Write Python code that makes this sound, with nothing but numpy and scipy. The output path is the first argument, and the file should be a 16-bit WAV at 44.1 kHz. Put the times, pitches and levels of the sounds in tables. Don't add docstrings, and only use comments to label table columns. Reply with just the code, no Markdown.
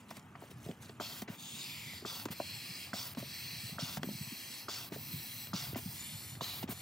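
import sys
import numpy as np
from scipy import signal
from scipy.fft import rfft, irfft, next_fast_len
from scipy.io import wavfile
from scipy.ndimage import uniform_filter1d

SR = 44100
rng = np.random.default_rng(int(sys.argv[2]) if len(sys.argv) > 2 else 0)


def gain_from_decibels(decibels):
    exponent = np.asarray(decibels, float) / 20
    return 10 ** exponent


def waveform_to_disk(signal):
    frames = np.transpose(np.atleast_2d(signal))
    scaled = np.clip(frames, -1, 1) * 32767
    samples = np.round(scaled).astype(np.int16)
    wavfile.write(sys.argv[1], SR, samples)


N = 300321

# time_s, level_db, tilt_db_per_octave
GUSTS = [(0.0, -58, 2), (0.51, -55, 1.5), (1.5, -55.5, 3), (2.16, -53.5, 1.5), (2.5, -57.5, 2),
         (3.28, -54, 1), (3.57, -54, -2), (4.14, -52, 5), (4.28, -62, 0), (4.4, -62, -4), (4.59, -60, 2.5),
         (4.95, -49.5, 2.5), (5.37, -54.5, 2), (5.67, -51, -2), (5.92, -53.5, 1), (6.2, -52.5, -8),
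         (6.81, -49.5, -7)]
# frequency_hz, density_db_per_hz
WIND_SPECTRUM = [(15, -61), (25, -16), (75, -5), (118, 3.5), (175, -6), (295, -17), (389, -49), (409, -44),
                 (500, -43), (650, -34), (1100, -120)]
# frequency_hz, density_db_per_hz
WASH_SPECTRUM = [(120, -31), (200, 4.5), (500, -11), (800, -8), (1200, -8.5), (1700, -13.5), (2600, -17),
                 (3300, -22), (3900, -34), (7000, -39), (11000, -34), (15900, -48)]
# loudest_s, level_db, swell_db_per_s, fade_db_per_s
SCRAPES = [(0.003, -56.5, 500, 500), (0.12, -66, 202, 98), (0.175, -53, 169, 750),
           (0.235, -71, 101.5, 111.5), (0.38, -89, 150, 103.5), (0.44, -64, 201.5, 120),
           (0.516, -63.5, 112, 400), (0.585, -86, 150, 150), (0.662, -52.5, 165, 145),
           (0.73, -69, 148, 350), (0.826, -51.5, 900, 124), (0.9, -77, 95, 117)]
# frequency_hz, density_db_per_hz
GRASS_SPECTRUM = [(1500, -4), (3000, -5), (6000, -5), (9000, -3), (13000, -5), (15900, -4)]
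# start_s, peak_db, pitch_hz
SNAPS = [(0.085, -51, 8000), (0.092, -51, 3500), (0.098, -50, 3500), (0.105, -50, 9000), (0.109, -47, 5350),
         (0.112, -52, 13000), (0.142, -56, 8000), (0.1693, -45, 4800), (0.169, -50, 9500),
         (0.195, -50, 7000), (0.227, -59, 5200), (0.259, -58, 13000), (0.354, -51, 2400),
         (0.515, -54, 2600), (0.405, -50, 8500), (0.519, -55, 5500), (0.582, -56, 14000),
         (0.687, -55, 5000), (0.7134, -44, 3040), (0.714, -54, 6000), (0.813, -59, 11000),
         (0.853, -51, 14000), (0.895, -45, 4250)]
# start_s, peak_db, brightness_db, t60_s
SCUFFS = [
    (0.0867, -51, -9, 0.1),
    (0.1044, -39.5, -7, 0.048),
    (0.168, -41, -5, 0.024),
    (0.1938, -48, -9, 0.0253),
    (0.3562, -46.5, -59, 0.025),
    (0.403, -53.5, -4, 0.27),
    (0.506, -45, -4, 0.062),
    (0.7114, -44.5, -11, 0.027),
    (0.818, -50, -1.5, 0.032),
    (0.8939, -40, -34, 0.022),
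]
# start_s, peak_db, brightness_db, t60_s
VENTS = [(1.219, -30, -8.5, 0.024), (1.2759, -42, -31, 0.096), (2.2534, -31, -8, 0.031),
         (2.2842, -37, -32, 0.029), (3.1487, -37.5, -16, 0.015), (3.171, -43, -25, 0.037),
         (3.9695, -31.5, -12, 0.035), (4.0315, -23.5, -19, 0.013), (4.921, -36.5, -19, 0.039),
         (5.4705, -37, -10, 0.014), (5.745, -37.5, -30, 0.034), (5.757, -35.5, -22, 0.022),
         (6.352, -37, -10, 0.016), (6.6272, -32.5, -13, 0.044), (6.6753, -41.5, -28, 0.1)]
# frequency_hz, density_db_per_hz
BURST_SPECTRUM = [(700, -1.5), (1500, -3.5), (3000, -3.5), (6000, -7.5), (9000, -7.5), (15900, -3)]
# start_s, peak_db, pitch_hz
TICKS = [(0.11, -35.5, 1036), (0.353, -39, 1240), (0.514, -46.5, 420), (0.436, -45, 600), (0.675, -47, 620),
         (0.702, -41, 523), (0.895, -45.5, 457), (1.008, -33, 900), (1.02, -43, 800), (1.934, -47, 784),
         (2.283, -50, 415), (2.401, -35, 1150), (2.874, -47.5, 770), (3.693, -49, 468), (4.036, -43, 530),
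         (4.692, -39, 1250), (6.628, -36, 614)]
# start_s, click_db, click_hz, barrel_db, barrel_hz
HANDLING = [
    (0.169, -53, 600, -45.5, 248),
    (0.421, -42, 790, -44.5, 358),
    (0.661, -40.5, 446, -37.5, 150),
    (0.688, -35.5, 424, -34, 215.7),
    (0.712, -58, 426, -46, 420),
]
# start_s, peak_db, pitch_hz
BOUNCES = [
    (0.699, -37, 192),
    (1.293, -37, 176),
    (2.023, -43, 342),
    (2.302, -35, 173),
    (3.991, -37, 150),
    (4.04, -33.5, 246),
    (4.07, -33, 185),
    (4.318, -41, 226),
    (5.541, -33, 168),
    (6.416, -40, 139),
]
# start_s, click_db, click_hz, barrel_db, barrel_hz
FLAPS = [
    (0.999, -30, 1330, -36, 325),
    (2.05, -32, 1260, -36, 336),
    (2.932, -27.5, 1440, -33.5, 204),
    (3.784, -29, 1350, -43, 235),
    (4.683, -32.5, 1280, -39.5, 332),
    (5.532, -30.5, 1270, -33, 189),
    (6.409, -28.5, 1065, -40, 130),
]
# start_s, click_db, click_hz, barrel_db, barrel_hz
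STOPS = [(1.219, -39.5, 710, -36.5, 232), (1.282, -56, 447, -38, 333), (2.256, -34.5, 910, -30.5, 311),
         (2.4, -27, 688, -35.5, 297), (3.171, -41, 660, -33, 235), (3.226, -39, 614, -41, 248),
         (3.971, -35, 794, -32.5, 149), (4.087, -38.5, 586, -34.5, 222), (4.919, -38.5, 450, -32, 300),
         (4.96, -39, 433, -44, 325), (5.73, -37, 350, -36, 118), (5.757, -34, 680, -33, 270),
         (5.786, -41.5, 447, -44, 117), (6.635, -34.5, 343, -33, 188), (6.688, -37.5, 850, -35, 229),
         (6.722, -44, 430, -46, 156)]
# start_s, length_s, peak_flow_db, stall_s, resonance_factor
PULLS = [
    (0.999, 0.24, -47.5, 0.042, 0.95),
    (2.052, 0.2, -46, 0.024, 0.99),
    (2.93, 0.21, -45.5, 0.081, 1),
    (3.786, 0.2, -45, 0.018, 1),
    (4.682, 0.21, -45.5, 0.063, 0.99),
    (5.532, 0.21, -44.5, 0.094, 1),
    (6.406, 0.24, -45, 0.067, 0.87),
]
PULL_LEAK_DB = (-16.5, -12.5, -8.5, -5.5, -1.5)
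PULL_DRIFT = (0.903, 1.0, 0.96, 0.985, 0.86)
# frequency_hz, density_db_per_hz
PULL_AIR = [(240, -21), (400, -10.5), (561, -12.5), (741, -6), (1680, -7), (3060, -7.5), (3350, -5.5),
            (4560, -5), (8580, -12.5), (15900, -7)]
# centre_hz, width_hz, lift_db
INLET_MODES = [(1384, 89, 5.5), (1760, 140, -8.5), (2850, 230, 4.5), (3210, 114, -4), (3540, 250, 6),
               (4750, 370, 4), (5000, 3100, 2), (5600, 460, 3.5), (6740, 360, -2.5), (8200, 530, 3),
               (15100, 1800, 5)]
# start_s, peak_db, brightness_db, length_s
GASPS = [
    (1.286, -44, -7, 0.081),
    (2.307, -35.5, -4.5, 0.031),
    (3.172, -40, -5, 0.045),
    (4.926, -40.5, -10, 0.0383),
    (5.761, -36, -2.5, 0.036),
    (6.691, -36, 0, 0.045),
]
# start_s, peak_flow_db, swell_s, leak_brightness_db
PUSHES = [
    (1.4, -46.5, 0.26, 1.5),
    (2.32, -48, 0.15, -8),
    (3.19, -47.5, 0.16, -6),
    (4.05, -49.5, 0.12, -8),
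    (4.94, -50, 0.2, -3.5),
    (5.8, -50, 0.24, -2.5),
    (6.73, -51, 0.12, -2.5),
]
# frequency_hz, density_db_per_hz
PUSH_AIR = [(600, -22), (1000, -49), (1700, -5), (2800, -2), (5000, -3.5), (6300, -8), (9000, -9.5),
            (12000, -13), (15900, -10)]
# time_s, pitch_hz, lift_db
SEAT = [
    (1.38, 3300, 3),
    (1.5, 2800, 6),
    (1.58, 2620, 12),
    (1.75, 2370, 25),
    (1.9, 2140, 31),
    (2.0, 1980, 23),
    (2.3, 2500, 11),
    (3.7, 2500, 6.5),
    (6.81, 2470, -6),
]
# centre_hz, width_hz, lift_db
HOSE_LIMP = [(3780, 660, 11.5), (5000, 430, 6.5), (5950, 400, -2), (7100, 1500, 12), (8700, 820, 4.5),
             (10200, 500, -2), (12500, 4500, -2.5), (13800, 300, 2), (14500, 500, -8), (15400, 400, -1)]
# centre_hz, width_hz, lift_db
HOSE_FIRST = [(3500, 200, 4.5), (4530, 1700, 10), (5500, 500, 2.5), (6100, 450, -1), (7210, 620, 9.5),
              (9000, 400, -5), (11200, 900, -5), (12700, 600, 8.5), (13450, 270, -14), (14800, 300, -11),
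              (15600, 500, -1)]
# centre_hz, width_hz, lift_db
HOSE_MODES = [(3060, 160, -13), (3400, 270, 0.5), (3687, 165, -21), (4270, 560, 6.5), (7660, 240, -21),
              (8065, 300, 8)]
# centre_hz, width_hz, lift_db
BENDS = [
    [(3620, 170, -2), (5000, 305, 2), (6300, 820, -5), (7600, 220, 11), (8800, 300, -6), (9900, 370, -4),
     (11500, 300, -5), (13100, 600, 9), (14050, 350, 5), (15300, 500, 2)],
    [(5000, 305, 6), (6040, 550, -6), (7400, 200, 3), (8900, 270, -4), (10200, 300, -4), (10900, 250, 5),
     (11550, 300, -6), (12200, 250, 6), (13250, 400, 8), (15300, 900, 4)],
    [(4800, 670, 2.5), (6830, 500, -5), (9150, 300, -4.5), (10050, 550, -12), (11000, 600, 4),
     (12100, 520, 6.5), (13500, 600, 4), (14800, 250, -8), (15500, 500, 6)],
    [(3680, 190, -5), (6150, 350, 1.5), (6800, 300, -1), (9900, 640, -5), (10700, 217, 11), (11840, 700, 9),
     (13500, 620, 11), (14400, 500, -2), (15300, 500, 6)],
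    [(4300, 430, -1), (4780, 150, -9), (5000, 220, 2), (6230, 200, 5), (6440, 350, -4), (9800, 570, -12),
     (10400, 500, 8.5), (10700, 220, -11), (12020, 690, 10.5), (13500, 400, 11), (14700, 200, -5),
     (15300, 400, 8)],
    [(4430, 400, -7), (5000, 240, 3), (6050, 250, 3.5), (6800, 250, -3), (9500, 250, -9), (10500, 250, 7),
     (11200, 200, 4), (11900, 250, 6), (12800, 500, 7), (13250, 250, -8), (14300, 600, 6), (15300, 400, 9)],
]
# centre_hz, width_hz, lift_db
HOSE_LAST = [(2300, 710, 4), (2700, 150, -7), (3330, 200, -13), (3500, 250, 6.5), (4430, 280, 8),
             (4850, 400, -4.5), (5350, 200, 6), (5570, 160, -1), (6860, 250, -10), (7130, 180, 13.5),
             (8000, 600, 5), (9000, 250, -7), (9150, 200, 3), (9750, 300, 8), (10200, 250, -4),
             (11000, 260, 10), (13600, 1100, 10), (15800, 300, -45)]
HOSE_MOVES_S = (1.62, 2.2, 2.62, 3.0, 3.9, 4.8, 5.65, 5.975)
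HOSE_DRIFT = (0.99, 1, 0.99, 0.99, 0.98, 0.98, 0.97, 1, 0.98)
HOSE_SLACK = (0.056, .001, 0.0084, .001, .01, .0087, .0088, 0.0044, .005)
HOSE_SWAY = (-.02, -.01, .02, .005, .01, 0.016, -0.0081, .001, -.0052)
HOSE_FIRM = (0.19, 0.12, .2, .1, .1, .1, .1, .1, .1)
# start_s, peak_db, pitch_hz
BUFFETS = [(2.531, -45.5, 122), (2.694, -46, 157), (3.415, -53, 140), (3.523, -44, 165), (3.56, -44.5, 120),
           (3.632, -40, 126), (3.718, -38.5, 166), (3.757, -42, 122), (3.821, -31.5, 162),
           (3.868, -52, 125), (4.105, -38, 205), (4.14, -39.5, 154), (4.205, -33.5, 150), (4.265, -42, 141),
           (5.134, -34, 157), (5.348, -48, 143), (5.606, -43.5, 112), (5.624, -42, 140), (5.659, -42, 130),
           (5.682, -38.5, 129), (5.725, -35, 124), (5.795, -48, 122), (5.855, -33.5, 180), (5.88, -40, 127),
           (6.124, -45, 132), (6.25, -41.5, 99), (6.315, -42, 132), (6.36, -41.5, 105)]
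# frequency_hz, level_db
APART_HOSE = [(1500, 1.5), (2300, -23), (3000, 2), (3700, -0.5), (4200, -15.5), (6000, -15), (6500, -1),
              (9000, -7), (10000, -6), (11800, -8), (12600, -5), (15500, 0)]
# frequency_hz, level_db
APART_REST = [(60, -20.5), (250, -19), (700, -11.5), (1500, -8), (3500, -2), (4300, -11.5), (5700, -13),
              (7000, -7), (9500, -5), (15500, -2.5)]


def evened(x):
    return x / np.sqrt(np.mean(x ** 2) + 1e-20)


def read(points, hz):
    f, value = np.transpose(points)
    return np.interp(np.log(hz + 1), np.log(f + 1), value)


def add(mix, s, sound):
    part = mix[max(round(s * SR), 0):][:len(sound)]
    part += sound[:len(part)]


def above(hz, edge_hz=8500):
    return 1 / (1 + (edge_hz / (hz + 1)) ** 8)


def resonance(hz, centre_hz, width_hz):
    return 1 / (1 + (2 * (hz - centre_hz) / width_hz) ** 2)


def band_rms(x, lo_hz, hi_hz):
    power, hz = abs(rfft(x)) ** 2, np.fft.rfftfreq(len(x), 1 / SR)
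    return np.sqrt(2 * power[(hz > lo_hz) & (hz < hi_hz)].sum()) / len(x)


def hiss(length, colour_db, patchy_db, ripple_db=0, size=512):
    frames, hz = 4 * length // size + 8, np.fft.rfftfreq(size, 1 / SR)[:, None]
    a, b, patches, ripples = rng.standard_normal((frames, len(hz), 4)).T
    patches = uniform_filter1d(patches, size=4, axis=0)
    patches = evened(uniform_filter1d(patches, size=12, axis=1))
    ripples = uniform_filter1d(ripples, size=3, axis=0)
    ripples = evened(uniform_filter1d(ripples, size=100, axis=1))
    level_db = colour_db(hz, np.arange(frames) * size / 4 / SR) + patchy_db * patches
    level_db = level_db + ripple_db * (0.16 + 0.75 * above(hz, 4700)) * ripples
    spectra = (a + 1j * b) * gain_from_decibels(level_db)
    return signal.istft(spectra, nperseg=size, noverlap=3 * size // 4)[1][:length]


def rings(events, rise_turns, glide, spread, low_db, high_db):
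    out, t = np.zeros(N), np.arange(SR // 9) / SR
    for (s, db, hz, t60), chance in zip(events, rng.random((len(events), 4))):
        life = np.clip(t60, .003, .1)
        shape = (1 - np.exp(-(t * hz / rise_turns) ** 2)) * gain_from_decibels(-60 * t / life)
        turns = np.cumsum(hz * (1 + glide * (np.exp(-4 * t / life) - .5))) / SR
        low_turns = turns / (1 + spread * (.5 + chance[0])) + chance[2]
        high_turns = turns * (1 + spread * (.5 + chance[1])) + chance[3]
        low = gain_from_decibels(low_db) * np.sin(2 * np.pi * low_turns)
        high = gain_from_decibels(high_db) * np.sin(2 * np.pi * high_turns)
        ring = shape * (np.sin(2 * np.pi * turns) + low + high)
        add(out, s, gain_from_decibels(db) * ring / abs(ring).max())
    return out


def bursts(events, swells):
    out, t = np.zeros(N), np.arange(SR // 6) / SR
    for s, db, bright_db, lasts in events:
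        def colour_db(hz, u):
            brightness = (above(hz) - 0.2 * (1 - above(hz, 2600))) * bright_db
            gap_db = swells * 6 * resonance(hz, 14000, 2300)
            return read(BURST_SPECTRUM, hz) + brightness + gap_db + 0 * u
        x = hiss(len(t), colour_db, patchy_db=1.2, size=128)
        life = max(lasts, .004)
        if swells:
            shape = np.sin(np.pi * np.minimum(t / life, 1)) ** 0.49
        else:
            shape = (1 - np.exp(-t / (0.056 * life))) * gain_from_decibels(-60 * t / life)
        x = x / band_rms(x, 2500, 8000)
        add(out, s, gain_from_decibels(db - 14.5) * x * shape / shape.max())
    return out


def stroke(rows, air, modes, usual_db, flutter_db, ripple_db, pocket, veil, stiff,
           blur=0, sway=0, waver=0, size=512):
    s, flow_db, bright_db, drift = np.transpose(rows)
    t = np.arange(s[0], s[-1], 1 / SR)
    filling, seat_hz, seat_db = np.transpose(SEAT)
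    beats = np.arange(s[0], s[-1] + .2, .06)
    tremble = 1 + waver * rng.standard_normal((len(modes), len(beats)))

    def colour_db(hz, u):
        now = s[0] + u
        moved = np.clip(np.interp(now, s, drift), .8, 1.15) - 1
        along = np.clip(u / (s[-1] - s[0]), 0, 1) - .5
        lifts = 0
        for (mode_hz, width_hz, lift_db), depth in zip(modes, tremble):
            upper = above(mode_hz)
            centre_hz = mode_hz * (1 + moved * (1 - stiff * upper) - sway * along * upper)
            lifts = lifts + lift_db * np.interp(now, beats, depth) * resonance(hz, centre_hz, width_hz)
        lifts = lifts * (1 - blur * along)
        pocket_hz = np.interp(now, filling, seat_hz)
        seat = np.interp(now, filling, seat_db) * resonance(hz, pocket_hz, 600)
        seat = seat - 9 * (1 - above(hz, 0.64 * pocket_hz))
        leak_db = np.interp(now, s, bright_db) - usual_db
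        leak_share = above(hz) - veil * (above(hz, 5500) - above(hz))
        return read(air, hz) + lifts + pocket * seat + leak_share * leak_db

    x = hiss(len(t), colour_db, patchy_db=1.5, ripple_db=ripple_db, size=size)
    flutter = evened(uniform_filter1d(rng.standard_normal(len(t)), size=180))
    edges = np.clip(np.minimum((t - s[0]) / 0.0034, (s[-1] - t) / 0.0031), 0, 1)
    x = x / band_rms(x, 2000, 8000)
    return s[0], x * gain_from_decibels(np.interp(t, s, flow_db) + flutter_db * flutter) * edges


def wind():
    s, level_db, tilt_db = np.transpose(GUSTS)

    def colour_db(hz, u):
        tilt = np.interp(u, s, tilt_db) * np.log2((hz + 20) / 130)
        return read(WIND_SPECTRUM, hz) - 60 * (hz > 520) + tilt
    x = evened(hiss(N, colour_db, patchy_db=2.0, size=2048))
    lumps = uniform_filter1d(rng.standard_normal(N), size=900)
    lumps = evened(uniform_filter1d(lumps, size=900))
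    return x * gain_from_decibels(np.interp(np.arange(N) / SR, s, level_db) - 1.5 + 1.7 * lumps)


def wash():
    def colour_db(hz, u):
        return read(WASH_SPECTRUM, hz) - 40 * (hz < 150) + 0 * u
    return gain_from_decibels(-59.5) * evened(hiss(N, colour_db, patchy_db=2.0, size=1024))


def rustle():
    t = np.arange(SR) / SR
    level = 0
    for s, db, swell, fade in SCRAPES:
        level = level + gain_from_decibels(db - swell * np.maximum(s - t, 0) - fade * np.maximum(t - s, 0))

    def colour_db(hz, u):
        return read(GRASS_SPECTRUM, hz) - 8 * above(hz) + 0 * u
    x = hiss(len(t), colour_db, patchy_db=3.5, size=256)
    clumps = evened(uniform_filter1d(rng.standard_normal(len(t)), size=120))
    x = x / band_rms(x, 3480, 11100) * level * gain_from_decibels(-8.0 + 2.0 * clumps)
    return np.pad(x, (0, N - len(x)))


def snaps():
    ticks = [(s, db, hz, .003 + 9 / hz) for s, db, hz in SNAPS]
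    return rings(ticks, rise_turns=.6, glide=0.099, spread=0.19, low_db=-14, high_db=-8)


def scuffs_and_vents():
    return bursts(SCUFFS + VENTS, swells=False)


def knocks():
    def clicks(blows):
        return [(s, db, hz, 0.0042 + 7 / hz) for s, db, hz, *_ in blows]
    rebounds = [(s + 0.00627, db - 9, hz * 0.506) for s, db, hz, *_ in FLAPS]
    barrel = [(s, db, hz) for s, _, _, db, hz in HANDLING + FLAPS + STOPS]
    thumps = [(s, db, hz, 0.038 + 2.9 / hz) for s, db, hz in barrel + BOUNCES]
    others = clicks(HANDLING + STOPS + rebounds + TICKS)
    return (rings(clicks(FLAPS), rise_turns=1.4, glide=0.26, spread=0.44, low_db=-7.0, high_db=-15)
            + rings(others, rise_turns=1.38, glide=0.33, spread=0.41, low_db=-4.0, high_db=-7)
            + rings(thumps, rise_turns=0.69, glide=0.53, spread=0.474, low_db=-5.5, high_db=-10.5))


def pull(start, length, peak_db, stall, pitch):
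    rise_s, open_s, sag_db_per_s = 0.029, 0.093, 17.5
    s = np.array([0, rise_s, open_s, length - stall, length])
    flow_db = peak_db - sag_db_per_s * (np.minimum(s, s[3]) - s[1]) + [-6, 0, 0, 0, -8.5]
    leak_db = PULL_LEAK_DB + 20 * (1 - np.float64(pitch))
    return np.transpose([start + s, flow_db, leak_db, pitch * np.array(PULL_DRIFT)])


def pulls():
    out = np.zeros(N)
    for row in PULLS:
        whistle = (4730, 370, 31 * (1 - row[-1]))
        add(out, *stroke(pull(*row), PULL_AIR, INLET_MODES + [whistle], usual_db=-6.0, flutter_db=1.0,
                         ripple_db=1.3, pocket=0, veil=0.81, stiff=.1, blur=0.87, waver=0.29))
    return out


def gasps():
    return bursts(GASPS, swells=True)


def push(start, peak_db, swell, leak_db):
    creep_s, creep_db, stall_s, stall_db = .05, -17.5, 0.086, -12
    end = min([p[0] for p in PULLS if p[0] > start], default=N / SR + 2 * stall_s)
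    s = np.array([start - creep_s, start, start + swell, end - stall_s, end])
    end_db = peak_db - 37 * max(swell - 0.16, 0)
    first_db = peak_db - 6
    flow_db = first_db + creep_db, first_db, peak_db, end_db, end_db + stall_db
    return s, flow_db, leak_db + np.array([1, 1, 0, 1, 0])


def pushes():
    shift_s = .07
    out, lies = np.zeros(N), (0, *HOSE_MOVES_S, N / SR + 1)
    hoses = (HOSE_LIMP, HOSE_FIRST, *[HOSE_MODES + bends for bends in BENDS], HOSE_LAST)
    settings = list(zip(lies, lies[1:], hoses, HOSE_DRIFT, HOSE_SLACK, HOSE_SWAY, HOSE_FIRM))
    for row in PUSHES:
        s, flow_db, leak_db = push(*row)
        for since, until, hose, drift, slack, sway, firm in settings:
            u = np.clip(s, since - shift_s / 2, until + shift_s / 2)
            if u[-1] <= u[0]:
                continue
            pitch = drift - slack * (u < min(s[2], u[-1]))
            rows = np.transpose([u, np.interp(u, s, flow_db), np.interp(u, s, leak_db), pitch])
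            at, x = stroke(rows, PUSH_AIR, hose, usual_db=-5.5, flutter_db=0.0, ripple_db=2.5, pocket=0.54,
                           veil=0, stiff=0.73, sway=sway, blur=-firm, waver=0.31, size=1024)
            t = at + np.arange(len(x)) / SR
            blend = np.clip(np.minimum(t - since, until - t) / shift_s + .5, 0, 1)
            add(out, at, x * np.sqrt(blend))
    return out


def buffets():
    bumps = [(s, db, hz, 0.045 + 2 / hz) for s, db, hz in BUFFETS]
    return rings(bumps, rise_turns=1.46, glide=0.14, spread=0.41, low_db=-7.5, high_db=-10)


def lawn(x, t60):
    t = np.arange(SR // 6) / SR
    taps = rng.choice([-1., 1.], len(t)) * (rng.random(len(t)) < .05)
    taps = taps * gain_from_decibels(-60 * t / t60) * (t > .002)
    return signal.oaconvolve(x, taps / np.linalg.norm(taps))[:N]


def scattered(x):
    z = signal.stft(x, nperseg=256, noverlap=192)[2]
    turned = z * np.exp(2j * np.pi * rng.random(z.shape[::-1]).T)
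    y = signal.istft(turned, nperseg=256, noverlap=192)[1][:N]
    return y * np.sqrt(np.mean(x ** 2) / np.mean(y ** 2))


def scene():
    hose = pushes()
    near = pulls() + knocks() + buffets() + scuffs_and_vents() + gasps()
    echoes = gain_from_decibels(-10.5) * lawn(near + .5 * hose, t60=0.097)
    rest = near + echoes + rustle() + wind() + wash() + snaps()
    size = next_fast_len(N)
    hz = np.fft.rfftfreq(size, 1 / SR)
    apart = gain_from_decibels(read(APART_HOSE, hz)) * rfft(hose, size) + gain_from_decibels(read(APART_REST, hz)) * rfft(rest, size)
    direct = .55
    lagged = irfft((1j + .12 * above(hz, 5000)) * apart, size)[:N]
    side = np.sqrt(direct) * lagged + np.sqrt(1 - direct) * scattered(irfft(apart, size)[:N])
    return np.array([hose + rest + side, hose + rest - side])


def roll_off(x):
    return signal.sosfilt(signal.butter(12, 16790, fs=SR, output="sos"), x)


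def record(dry):
    low_cut = signal.butter(3, 79.4, "high", fs=SR, output="sos")
    top_cut = signal.firwin(401, 15830, window=("kaiser", 9), fs=SR)
    mix = signal.sosfilt(low_cut, dry)
    mix = signal.oaconvolve(mix, top_cut[None], "same")
    return roll_off(mix)


dry = scene()
out = record(dry)
waveform_to_disk(out)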